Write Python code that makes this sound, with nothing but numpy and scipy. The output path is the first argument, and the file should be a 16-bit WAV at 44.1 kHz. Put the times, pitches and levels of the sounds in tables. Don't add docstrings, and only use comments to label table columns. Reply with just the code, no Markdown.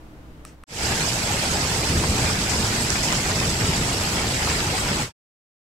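import sys
import numpy as np
from scipy import signal
from scipy.fft import rfft, irfft, next_fast_len
from scipy.io import wavfile
from scipy.ndimage import uniform_filter1d

SR = 44100
rng = np.random.default_rng(int(sys.argv[2]) if len(sys.argv) > 2 else 0)


def persist_wave(psi):
    counts = np.round(np.clip(psi, -1, 1) * 32767).astype(np.int16)
    wavfile.write(sys.argv[1], SR, np.atleast_2d(counts).T)


N = 249511
TIME = np.arange(N) / SR
FFT_SIZE = next_fast_len(N)
FREQ = np.maximum(np.fft.rfftfreq(FFT_SIZE, 1 / SR), 1)
MIC_SPACING_M, SOUND_M_PER_S, TOP_HZ = .13, 343, 15650


def undb(db):
    return 10 ** (np.asarray(db) / 20)


def panned(pan_db):
    return undb(np.array([[.5], [-.5]]) * pan_db)


def unit(x):
    return x / np.sqrt(np.mean(x ** 2))


def shape(x, gain):
    return irfft(rfft(x, FFT_SIZE) * gain, FFT_SIZE)[..., :N]


def colour(table, column=1):
    points = np.transpose(table)
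    return undb(np.interp(np.log(FREQ), np.log(points[0]), points[column]))


def band(x, lo_hz, hi_hz, order=2):
    sos = signal.butter(order, [lo_hz, min(hi_hz, SR / 2 - 1000)], "band", fs=SR, output="sos")
    return signal.sosfilt(sos, x + 1e-18)


def walk(rate_hz):
    return unit(shape(rng.standard_normal(N), np.exp(-(FREQ / rate_hz) ** 2)))


def decay(start, life):
    return (TIME >= start) * np.exp(-np.maximum(TIME - start, 0) / life)


def swell(peak_s, width_s):
    return np.exp(-((TIME - peak_s) / width_s) ** 2)


def fade(silent_s, full_s, bend):
    return np.clip((TIME - silent_s) / (full_s - silent_s), 0, 1) ** bend


def diffuse(width=1):
    alike = np.sinc(2 * FREQ * width * MIC_SPACING_M / SOUND_M_PER_S)
    mid = shape(rng.standard_normal(N), np.sqrt((1 + alike) / 2))
    side = shape(rng.standard_normal(N), np.sqrt((1 - alike) / 2))
    return np.array([mid + side, mid - side])


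# (frequency [Hz], relative level [dB])
AIR_SPECTRUM = [(18, -4.5), (45, -8.5), (130, -12), (205, -19), (250, -11.5), (330, -16.5), (394, -20),
                (520, -20.5), (1030, -25.5), (1480, -28.5), (5730, -43), (15000, -49)]

def room_air(level_db=-45.5, apart_db=-11):
    noise = diffuse() + undb(apart_db) * rng.standard_normal((2, N))
    return unit(shape(noise, colour(AIR_SPECTRUM))) * undb(level_db)


# (multiple of the turning rate [-], level [dB])
FAN_HARMONICS = [(2, -51), (5, -60), (6, -61), (10, -58), (20, -71)]

def fan(turn_hz=31.25, waver_rad=.071, throb_db=2.8):
    turn = 2 * np.pi * turn_hz * TIME + waver_rad * walk(rate_hz=5.5)
    out = 0
    for multiple, db in FAN_HARMONICS:
        tone = np.sqrt(2) * np.sin(multiple * turn)
        out = out + tone * undb(db + throb_db * walk(rate_hz=12))
    return out


# (time [s], gain [dB])
DRONE_GAIN = [(0, 1.5), (.42, 0.5), (.53, 2), (.56, -4), (.64, -2)]

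def room_tone():
    times, gains_db = np.transpose(DRONE_GAIN)
    return (room_air() + fan()) * undb(np.interp(TIME, times, gains_db))


# (time [s], base level [dB], treble tilt [dB/octave])
CLICK_EVENTS = [(.4511, -33, 1.3), (.4527, -35, -4), (.6368, -31, -5)]
# (frequency [Hz], relative level [dB], decay [s])
CLICK_BODY = [(1280, -2.5, .0019), (1750, -3, .0006), (2600, -1, .0005), (4100, -5, .0004),
              (5600, -4, .0004), (8100, 0, .0006), (9400, 0, .0005), (14200, -6, .0003)]
# (frequency [Hz], relative level [dB])
HISS_TAIL_SPECTRUM = [(900, -25), (1300, -2), (2800, -1), (3300, -8), (4800, -6), (5500, 1), (6300, -3),
                      (7500, -3), (8150, 3), (8500, -7), (9600, -6), (10600, -15), (15000, -18)]

def clicks(tail_db=-15.8, tail_build_s=.008, tail_life_s=.035):
    out, lowest_hz = 0, CLICK_BODY[0][0]
    tail = unit(shape(diffuse(width=.15), colour(HISS_TAIL_SPECTRUM)))
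    for start, click_db, tilt_db in CLICK_EVENTS:
        for hz, db, life in CLICK_BODY:
            ring = decay(start, life) * np.sin(2 * np.pi * hz * (TIME - start))
            out = out + undb(click_db + db + tilt_db * np.log2(hz / lowest_hz)) * ring
        tail_envelope = decay(start, tail_life_s) - decay(start, tail_build_s)
        out = out + undb(click_db + tail_db) * tail_envelope * tail
    return band(out, 1000, TOP_HZ, order=3)


def impacts(per_s, spread_db):
    when, chance, side, sign = rng.random((int(per_s * N / SR), 4)).T
    strength = undb(-spread_db * np.log(chance + .004)) * np.sign(sign - .5)
    lag = (2 * side - 1) * MIC_SPACING_M / SOUND_M_PER_S * SR
    arrivals = [(when * N + way * lag / 2).astype(int) % N for way in (1, -1)]
    return np.array([np.bincount(samples, strength, N) for samples in arrivals])


def leaves(per_s=520, flicker_db=2, even_hz=6500):
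    out = 0
    for hz in np.geomspace(550, 10000, num=10):
        crowd = 1 + (hz / even_hz) ** 2
        hits = impacts(per_s * crowd ** 2, spread_db=1.3)
        ticks = unit(band(hits, hz / np.sqrt(2), hz * np.sqrt(2)))
        out = out + ticks * np.sqrt(hz) * undb(flicker_db / crowd * walk(rate_hz=23))
    return unit(out)


def spatter(life_s=.0043, dull_hz=6000):
    hits = impacts(per_s=260, spread_db=.5)
    energy = signal.lfilter([1], [1, -np.exp(-2 / (life_s * SR))], hits ** 2)
    bursts = diffuse() * np.sqrt(energy)
    return unit(shape(bursts, 1 / np.sqrt(1 + (FREQ / dull_hz) ** 2)))


def flicker(hiss, depth_db=2.3, patch_hz=220, patch_s=.035, frame=1024):
    hz, when, cells = signal.stft(hiss, SR, nperseg=frame)
    chance = uniform_filter1d(rng.standard_normal(cells.shape[1:]), round(patch_hz / hz[1]), axis=0)
    chance = uniform_filter1d(chance, round(patch_s / when[1]), axis=1)
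    gain = unit(undb(depth_db * unit(chance)))
    return signal.istft(cells * gain, SR, nperseg=frame)[1][:, :N]


def plinks(per_s=400, lo_hz=1100, hi_hz=7800, cycles=22, spread_db=4, rise=.022):
    out = np.zeros((2, N))
    for when, pitch, size, pan, length in rng.random((int(per_s * N / SR), 5)):
        first = int(when * N)
        hz = lo_hz * (hi_hz / lo_hz) ** pitch
        life = (.5 + length) * cycles / hz
        age = TIME[:min(int(4 * life * SR), N - first)]
        phase = 2 * np.pi * hz * age * (1 + rise * age / (8 * life))
        strength = hz ** .7 * undb(-spread_db * np.log(size + .08))
        ring = strength * np.exp(-age / life) * np.sin(phase)
        out[:, first:first + len(age)] += np.sqrt([[pan], [1 - pan]]) * ring
    return unit(out)


# (time [s], half-width [s], patter rise [dB], spray rise [dB])
BRANCH_SHEDS = [(2.255, 0.06, 2, 0.8), (3.106, 0.078, 1.3, 0.5), (4.486, 0.085, 1, 0.7)]

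def shower(patter, spray, surge_s=3.08, thinning_db_per_s=.25, drift_db_per_s=.74, clump_db=.5):
    since_surge = TIME - surge_s
    patter_db = -22
    spray_db = -21 + .7 * swell(surge_s, width_s=.52) - thinning_db_per_s * since_surge
    for when, width, patter_rise, spray_rise in BRANCH_SHEDS:
        patter_db += patter_rise * swell(when, width)
        spray_db += spray_rise * swell(when, width)
    patter_db += clump_db * walk(rate_hz=16)
    spray_db += clump_db * walk(rate_hz=16)
    spray_pan = panned(.5 + drift_db_per_s * since_surge)
    return patter * undb(patter_db) + spray * spray_pan * undb(spray_db)


# (frequency [Hz], left gain [dB], right gain [dB])
MIC_COLOUR = [(625, 2, 1.5), (890, 3, 3), (1130, -2, -2.5), (1450, 0, -1.2), (2580, 0.5, -1.5),
              (3730, -4, -3.5), (4960, -7.5, 2), (5860, -14.5, -1), (8140, 0, -2), (8420, -5.5, -4.5),
              (9400, -13, -10), (10820, -13, -8), (12300, -16, -16.5), (16150, -24.5, -23)]

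def rain(wash_db=-1.5, leaves_db=-4, spatter_db=-8, plinks_db=-11.5, low_cut_hz=360, split_hz=4000):
    drops = undb(wash_db) * diffuse() + undb(leaves_db) * leaves() + undb(spatter_db) * spatter()
    drops = flicker(drops) + undb(plinks_db) * plinks()
    mics = np.array([colour(MIC_COLOUR, column=1), colour(MIC_COLOUR, column=2)])
    notch = undb(-14 * np.exp(-((FREQ - 8820) / 190) ** 2))
    drops = shape(drops, mics * notch / np.sqrt(1 + (low_cut_hz / FREQ) ** 6))
    patter = shape(drops, 1 / (1 + (FREQ / split_hz) ** 10))
    return shower(patter, spray=drops - patter)


# (frequency [Hz], relative level [dB])
ROAR_SPECTRUM = [(15, -15), (28, -9), (50, -4), (110, -1), (160, -3), (260, -8), (420, -10.5), (600, -22),
                 (1000, -49)]
# (peak time [s], rise [dB], build-up [s])
WIND_GUSTS = [(1.915, 6.5, 0.021), (2.1, 4, 0.3), (2.59, 3.5, 0.06), (3.6, 3.5, 0.27)]

def rumble(calm_db=-28.5, flutter_db=.96, eddies_db=-21, deep_hz=210, top_share=.51, fall_ratio=1.9):
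    roar = unit(shape(diffuse(width=.27), colour(ROAR_SPECTRUM)))
    eddies = undb(eddies_db) * unit(band(rng.standard_normal((2, N)), 14, 65))
    deep = shape(roar, 1 / (1 + (FREQ / deep_hz) ** 6))
    gust_db = sum(db * np.where(TIME < peak, swell(peak, build), decay(peak, fall_ratio * build))
                  for peak, db, build in WIND_GUSTS)
    out = (deep + eddies) * undb(gust_db) + (roar - deep) * undb(top_share * gust_db)
    return out * undb(calm_db + flutter_db * walk(rate_hz=14))


# (time [s], half-width [s], peak level [dB])
WIND_BUFFETS = [(1.905, .018, -17.5), (1.960, .022, -18), (2.100, .025, -23)]

def buffets(hz=79.7, waver_rad=.88):
    shudder = np.sin(2 * np.pi * hz * TIME + waver_rad * walk(rate_hz=40))
    return shudder * sum(undb(db) * swell(when, width) for when, width, db in WIND_BUFFETS)


# (time [s], level [dB], pitch [Hz], left minus right [dB])
LEAF_SLAPS = [(2.037, -24, 1060, 9), (2.242, -24, 1000, 0), (2.298, -23, 1100, 0), (2.702, -30, 2500, 0),
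              (2.761, -26, 2000, 0), (2.9555, -22.5, 1720, 2), (3.036, -30, 1000, 0), (3.126, -25, 990, -7),
              (3.412, -24, 750, 0), (3.733, -24, 2000, 0), (3.911, -28, 1000, 1), (4.073, -26, 1370, 1.5),
              (4.222, -24, 990, 1), (4.474, -24, 1000, 2.5), (4.498, -25, 1750, 3),
              (4.603, -25, 2100, -0.5), (4.702, -26, 2000, 2), (4.888, -27.5, 2000, -8),
              (4.902, -26.5, 1000, -4)]

def slaps(life_s=.009, band_ratio=1.48):
    out, noise = 0, diffuse()
    for start, db, hz, pan_db in LEAF_SLAPS:
        body = unit(band(noise, hz / band_ratio, hz * band_ratio))
        out = out + undb(db) * panned(pan_db) * decay(start, life_s) * body
    return out


# (time [s], level before filtering [dB], decay [s], left minus right [dB])
CLOSE_SPLASHES = [(2.495, -26.5, .06, 11), (2.9032, -10, .0014, -2), (2.920, -29.5, .08, 6),
                  (3.030, -25, .045, -6), (3.125, -19, .002, 3), (3.147, -27.5, .035, 0),
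                  (3.4005, -21, .004, 0), (3.454, -20.5, .002, 0), (3.761, -25, .012, 0),
                  (4.498, -21, .0015, 1)]

def splashes(edges_hz=(4300, 8500)):
    bursts = sum(undb(db) * panned(pan_db) * decay(start, life)
                 for start, db, life, pan_db in CLOSE_SPLASHES)
    fizz = unit(band(diffuse(), *edges_hz, order=8))
    return band(bursts * fizz, *edges_hz)


def scene():
    indoors = room_tone() + clicks()
    balcony = rain() + slaps() + splashes() + rumble() + buffets()
    room_cut = fade(silent_s=.640, full_s=.638, bend=.32)
    fade_in = fade(silent_s=.667, full_s=.850, bend=1.32)
    fade_out = fade(silent_s=5.127, full_s=5.014, bend=1.73)
    return indoors * room_cut + balcony * fade_in * fade_out


def record(dry):
    return signal.sosfilt(signal.ellip(10, .2, 80, TOP_HZ, fs=SR, output="sos"), dry)


dry = scene()
out = record(dry)
persist_wave(out)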